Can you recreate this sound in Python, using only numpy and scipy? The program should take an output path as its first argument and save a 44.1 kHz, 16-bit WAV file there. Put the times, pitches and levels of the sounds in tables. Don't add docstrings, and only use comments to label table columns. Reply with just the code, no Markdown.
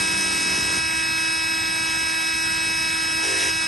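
import sys
import numpy as np
from scipy import signal
from scipy.fft import rfft, irfft
from scipy.io import wavfile
from scipy.ndimage import uniform_filter1d

SR = 44100
rng = np.random.default_rng(int(sys.argv[2]) if len(sys.argv) > 2 else 0)


def wrap_up_sound(samples):
    columns = np.atleast_2d(samples).T
    tamed = np.clip(columns, -1, 1)
    steps = np.round(tamed * 32767).astype(np.int16)
    wavfile.write(sys.argv[1], SR, steps)


def nominal_scale(level):
    x = np.asarray(level, float) / 20
    return 10 ** x


N = 161847
PORT_LAG_S = 15 / SR
# pitch_hz, level_db
KEPT = [(1800, -1.5), (2050, -26), (4400, -19.5), (6800, -4.5), (7000, -5.5), (7950, -5), (8150, -20.5),
        (9800, 5)]


def read(points, hz):
    f, value = np.transpose(points)
    return np.interp(np.log(hz + 1), np.log(f + 1), value)


def evened(x):
    return x / np.sqrt(np.mean(x ** 2) + 1e-20)


def drift(rate_hz, count):
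    hz = np.fft.rfftfreq(2048, 128 / SR)
    spectra = rfft(rng.standard_normal((count, 2048))) / (1 + (hz / rate_hz) ** 2)
    curves = irfft(spectra)
    return np.array([np.interp(np.arange(N) / 128, np.arange(2048), evened(row)) for row in curves])


def ports(level_db, patchy_db):
    # pitch_hz, level_db
    lean_table = [(100, -1.5), (500, -0.5), (750, 8), (920, 9), (1100, -2), (1700, -6), (1900, 0),
                  (11000, 5.5)]
    # pitch_hz, likeness (0 to 1)
    alike_table = [(100, 0.92), (270, 0.94), (450, 0.19), (750, 0.94), (1000, 0.37), (1350, 0.66),
                   (1700, 1), (2100, 0.63)]
    frames, hz = N // 256 + 5, np.fft.rfftfreq(1024, 1 / SR)[:, None]
    a, b, c, d, patches = rng.standard_normal((frames, 513, 5)).T
    patches = uniform_filter1d(patches, size=10, axis=0)
    patches = evened(uniform_filter1d(patches, size=12, axis=1))
    shared, other = a + 1j * b, c + 1j * d
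    alike = np.clip(read(alike_table, hz), 0, 1)
    lean = nominal_scale(read(lean_table, hz) / 2)
    late = np.exp(-2j * np.pi * hz * PORT_LAG_S)
    left = shared * lean
    right = (alike * shared + np.sqrt(1 - alike ** 2) * other) * late / lean
    mid = left + right
    side = (left - right) * nominal_scale(read(KEPT, hz))
    z = np.array([mid + side, mid - side]) * nominal_scale(level_db(hz) + patchy_db * patches)
    return evened(signal.istft(z, nperseg=1024, noverlap=768)[1][:, :N])


def whine():
    # time_s, eighth_order_hz
    speed = [(0, 2586.4), (.8, 2586.7), (1.4, 2587.3), (1.7, 2588), (2.05, 2591), (2.35, 2589),
             (2.65, 2589.1), (2.85, 2589.9), (3.3, 2587.5), (3.67, 2586.4)]
    # order, level_db, left_right_db, right_leads_rad
    shaft_orders = [(1, -39.6, -0.8, -1.35), (2, -53.5, 1.1, 0.25), (3, -39.8, 11.9, -1.71),
                    (4, -41.3, -3.9, -1.85), (5, -30.3, -11.2, 3.05), (6, -40.5, 1.1, 0.35),
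                    (7, -38.1, -0.6, -0.13), (8, -29.5, 0.3, -0.32), (9, -46.4, 2.1, -0.26),
                    (10, -52.0, 0.4, -0.04), (11, -47.5, 0.6, -0.05), (12, -37.0, -0.1, -0.15),
                    (13, -54.8, -0.1, -0.0), (14, -50.7, -0.0, -0.01), (15, -51.6, 0.2, -0.01),
                    (16, -31.1, -0.0, -0.16), (17, -49.7, -0.1, -0.01), (18, -49.4, 0.1, 0.0),
                    (19, -52.8, 0.0, 0.0), (20, -51.2, 0.0, -0.02), (21, -55.1, 0.0, 0.0),
                    (22, -51.6, 0.3, -1.89), (24, -41.4, -0.0, 2.02), (26, -40.6, -0.0, 0.09),
                    (27, -48.5, -0.1, 0.02), (32, -35.4, -0.1, 2.57), (33, -50.3, 0.1, 3.14)]
    waver_db, waver_hz = 0.69, 4.1
    fuzz, fuzz_hz = 0.11, 2.9
    start_spread = 0.54
    shaft_hz = np.interp(np.arange(N) / SR, *np.transpose(speed)) / 8
    turn = 2 * np.pi * np.cumsum(shaft_hz) / SR
    slow = drift(waver_hz, count=len(shaft_orders))
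    wander = fuzz * drift(fuzz_hz, count=1)[0]
    starts = start_spread * rng.random(len(shaft_orders))
    out = np.zeros((2, N))
    for (k, db, lean_db, lead), wave, start in zip(shaft_orders, slow, starts):
        phase = round(k) * turn + np.sqrt(k) * wander + 2 * np.pi * start
        share = np.sqrt(4 / (1 + nominal_scale([[-2 * lean_db], [2 * lean_db]])))
        out += share * nominal_scale(db + waver_db * wave) * np.sin(phase + np.array([[0], [lead]]))
    return out


def laser():
    # start_s, end_s, level_db, sizzle_db, growth_db_per_s
    sweeps = [
        (-.05, .795, -1.5, -25.5, 1.5),
        (3.23, 3.51, 1.5, -26, 3),
    ]
    # scan_rate_multiple, first_sweep_db, second_sweep_db
    harmonics = np.array([(2, -52, -59), (3, -51, -61), (4, -41, -67), (5, -53, -62), (6, -44, -53),
                          (7, -60, -56), (8, -45, -44), (9, -51, -44), (10, -63, -56), (11, -56, -47),
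                          (12, -62, -58), (13, -59, -58), (14, -58, -53), (15, -62, -53), (16, -57, -65),
                          (17, -57, -59), (19, -54, -60), (21, -54, -71), (23, -58, -62), (25, -55, -68),
                          (27, -63, -70), (29, -53, -58), (31, -62, -68), (33, -64, -67), (35, -63, -66),
                          (36, -55, -57), (37, -60, -48), (38, -63, -56), (39, -61, -46), (40, -55, -49),
                          (41, -61, -49), (42, -67, -50), (43, -58, -61), (44, -54, -55), (45, -56, -52),
                          (46, -58, -48), (47, -52, -52), (48, -62, -53), (49, -54, -55), (50, -68, -49),
                          (51, -56, -64), (52, -50, -62), (53, -57, -68), (54, -53, -63), (55, -55, -60),
                          (56, -54, -61), (57, -63, -67), (58, -60, -52), (59, -60, -47), (60, -53, -63),
                          (61, -53, -65), (62, -54, -66), (68, -60, -62), (80, -62, -63), (95, -60, -62),
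                          (116, -59, -58)])
    # pitch_hz, level_db
    buzz_lean = [(190, -1.5), (380, 3.5), (430, 9), (520, 0), (900, -0.5), (1100, 0), (1800, -8),
                 (1950, 5.5)]
    # time_s, low_buzz_db, high_buzz_and_sizzle_db
    bite = [
        [(0, 3, 2), (.06, 0, 0), (.2, -1, -.5), (.4, 0, 1), (.5, 0, -1), (.62, 0, 0), (.76, 1, 0), (.8, 1, 0)],
        [(3.22, -4, 0), (3.26, 1, 1.5), (3.31, 2, -1), (3.37, 0, -1), (3.435, 0, 3), (3.485, -1, -1),
         (3.505, -7, -2)],
    ]
    # pitch_hz, level_db
    plasma = [
        [(80, -5.5), (200, -21), (500, -4), (1200, -15), (2200, -16), (5000, 0), (9000, 1.5), (11700, -5.5)],
        [(80, -9), (300, -8), (600, -13), (1200, -3), (2100, 5), (5000, 9), (9000, 8.5), (11700, 5)],
    ]
    scan_hz, scan_wobble, bite_split_hz = 47.52, .03, 1200
    edge_s, flutter_db, flicker_db = .02, .5, 1.5
    sizzle_patchy_db, gate_depth = 2.5, .4

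    t, out = np.arange(N) / SR, np.zeros((2, N))
    orders = np.arange(2, 121)
    hz = scan_hz * orders
    lean = nominal_scale(read(buzz_lean, hz) / 2)
    late = np.exp(-2j * np.pi * hz * PORT_LAG_S)
    apart = (lean - late / lean) / (lean + late / lean) * nominal_scale(read(KEPT, hz))
    apart = apart / np.maximum(abs(apart), 1)
    for j, (start, end, db, sizzle_db, rise_db) in enumerate(sweeps):
        on = np.clip(np.minimum(t - start, end - t) / edge_s + .5, 0, 1)
        live = on > 0
        s, low_db, high_db = np.transpose(bite[j])
        low, high = nominal_scale(np.interp(t, s, low_db)), nominal_scale(np.interp(t, s, high_db))

        scatter = np.where(orders > 62, 3 * rng.standard_normal(len(orders)), 0)
        size = np.sqrt(2) * nominal_scale(np.interp(orders, harmonics[:, 0], harmonics[:, j + 1]) + scatter)
        phase = 2 * np.pi * (hz[:, None] * t[live] + rng.random((len(orders), 1)))
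        phase = phase + scan_wobble * orders[:, None] * drift(7.0, count=1)[:, live]
        flicker = nominal_scale(flicker_db * drift(8., count=12)[:, live])[orders % 12]
        flicker = flicker * np.where(hz[:, None] < bite_split_hz, low[live], high[live])
        buzz = np.zeros((2, N))
        port_sizes = size * np.array([1 + apart, 1 - apart])
        buzz[:, live] = (port_sizes @ (flicker * np.exp(1j * phase))).imag

        gate = 1 + gate_depth * np.cos(4 * np.pi * scan_hz * t)
        noise = ports(lambda hz: read(plasma[j], hz), sizzle_patchy_db)
        sizzle = nominal_scale(sizzle_db) * np.sqrt(high) * gate * noise
        growth_db = rise_db * on * (t - (start + end) / 2)
        out += on * nominal_scale(db + growth_db + flutter_db * drift(12, count=1)) * (buzz + sizzle)
    return out


def puffs():
    # start_s, peak_db, start_hz, length_s
    pops = [
        (.457, -26, 600, .018),
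        (.574, -27, 560, .028),
        (.762, -28, 520, .027),
        (.527, -33, 300, .018),
        (.684, -31, 380, .022),
        (.556, -34, 180, .018),
        (.793, -31, 200, .02),
        (.648, -34, 160, .018),
    ]
    end_hz = 65
    t, out = np.arange(N) / SR, np.zeros(N)
    for s, db, top_hz, length in pops:
        u = np.clip((t - s) / length, 0, 1)
        hz = top_hz * (end_hz / top_hz) ** u
        swell = np.sin(np.pi * u ** 0.85) ** 2
        out += nominal_scale(db) * swell * np.sin(2 * np.pi * np.cumsum(hz * (u > 0)) / SR)
    return out


def air():
    # pitch_hz, level_db
    roar_table = [(15, -53), (25, 2.5), (264, -9.5), (322, -11.5), (544, -16), (972, -10), (1160, -7.5),
                  (1590, -5), (1900, -7), (2470, -22), (4180, -120)]
    hiss_table = [(1500, -23.5), (2000, -1.5), (3000, -3), (5100, 4.5), (6500, -5.5), (8400, 1.5),
                  (9600, -6.5), (11600, -15.5)]
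    # pitch_hz, width_hz, lift_db
    resonances = [(1015, 34, 2.5), (1160, 87, -9), (1380, 470, 2.5), (1830, 127, 7), (2274, 400, 3),
                  (3050, 96, -6), (3760, 66, -14.5), (3930, 43, -3.5), (4530, 52, -9), (5430, 73, -20),
                  (5880, 290, -2), (7690, 180, -8.5), (8620, 130, 3)]
    roar_db, hiss_db, patchy_db, swell_db = -33.5, -29.5, 1.5, .15

    def duct(hz):
        return sum(db / (1 + (2 * (hz - f) / w) ** 2) for f, w, db in resonances)

    def roar_level(hz):
        return np.where(hz > 2300, -55.5, read(roar_table, hz)) + duct(hz)

    roar = ports(roar_level, patchy_db)
    hiss = ports(lambda hz: read(hiss_table, hz) + duct(hz), patchy_db)
    return (nominal_scale(roar_db) * roar + nominal_scale(hiss_db) * hiss) * nominal_scale(swell_db * drift(4.9, count=1))


def scene():
    return whine() + laser() + puffs() + air()


def top_cut(x):
    return signal.sosfilt(signal.butter(12, 11800, fs=SR, output="sos"), x)


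def record(dry):
    # pitch_hz, level_db
    sum_floor = [(7050, -76), (7230, -53), (7680, -53), (7720, -76), (9050, -68), (9250, -61.5),
                 (9900, -56), (10600, -42)]
    difference_floor = [(1950, -90), (2100, -75), (4400, -68), (5700, -69), (5900, -57), (6900, -56),
                        (7050, -64), (7900, -63), (8100, -60), (9200, -53), (9800, -54.5), (11600, -56)]
    # sum_db, difference_db
    jitter_db = [2.5, 3.5]
    # start_s, end_s, from_hz, to_hz, drop_db
    sinks = [
        (0, .05, 7100, 7750, 25),
        (.4, .44, 7100, 7750, 25),
        (1.235, 1.27, 9000, 11750, 28),
        (2.55, 2.59, 7100, 7750, 20),
        (3.365, 3.4, 10550, 11050, 25),
        (3.55, 3.59, 10800, 11150, 30),
    ]
    # start_s, end_s
    gaps = [(.247, .285), (.39, .396), (.482, .489), (.598, .65), (.692, .696), (.743, .746),
            (1.089, 1.113), (1.295, 1.3), (1.412, 1.419), (1.481, 1.486), (1.625, 1.644), (1.929, 1.972),
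            (2.04, 2.064), (2.272, 2.318), (2.527, 2.646), (3.06, 3.087)]
    # from_hz, to_hz
    line_from_hz, line_to_hz = (10280, 10400)
    low_cut_hz, gap_margin_s = 68, .008
    hole_db, hole_from_hz = 5., 1900

    cut = signal.sosfilt(signal.butter(3, low_cut_hz, "high", fs=SR, output="sos"), dry)
    hz, t, z = signal.stft([cut[0] + cut[1], cut[0] - cut[1]], SR, nperseg=2048, noverlap=1536)
    band, centre = np.minimum(np.arange(len(hz)) // 4, 255), hz[2::4]
    power = (abs(z[:, :-1] / 2) ** 2).reshape(2, 256, 4, -1).mean(axis=2)
    power_db = 10 * np.log10(uniform_filter1d(power, size=3, axis=2) + 1e-20)
    usual_db = signal.medfilt(np.median(power_db, axis=2), (1, 9))
    hole_floor_db = usual_db - hole_db - 50 * (centre < hole_from_hz)
    set_floor_db = [read(sum_floor, centre), read(difference_floor, centre)]
    floor_db = np.maximum(set_floor_db, hole_floor_db)[:, :, None]

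    frames = power.shape[2]
    jitter = rng.standard_normal((frames // 3 + 1, 128, 2)) * jitter_db
    jitter = jitter.T.repeat(2, axis=1).repeat(3, axis=2)[:, :, :frames]
    sink_db = sum(db * np.outer((centre > lo) & (centre < hi), (t > a) & (t < b)) for a, b, lo, hi, db in sinks)
    keep = np.clip(power_db - floor_db + jitter + sink_db, 0, 1)
    closed = sum((t > a - gap_margin_s) & (t < b + gap_margin_s) for a, b in gaps)
    keep[0, (centre > line_from_hz) & (centre < line_to_hz)] = 1 - closed
    mid, side = signal.istft(z * keep[:, band], SR, nperseg=2048, noverlap=1536)[1][:, :N] / 2
    return top_cut(np.array([mid + side, mid - side]))


dry = scene()
out = record(dry)
wrap_up_sound(out)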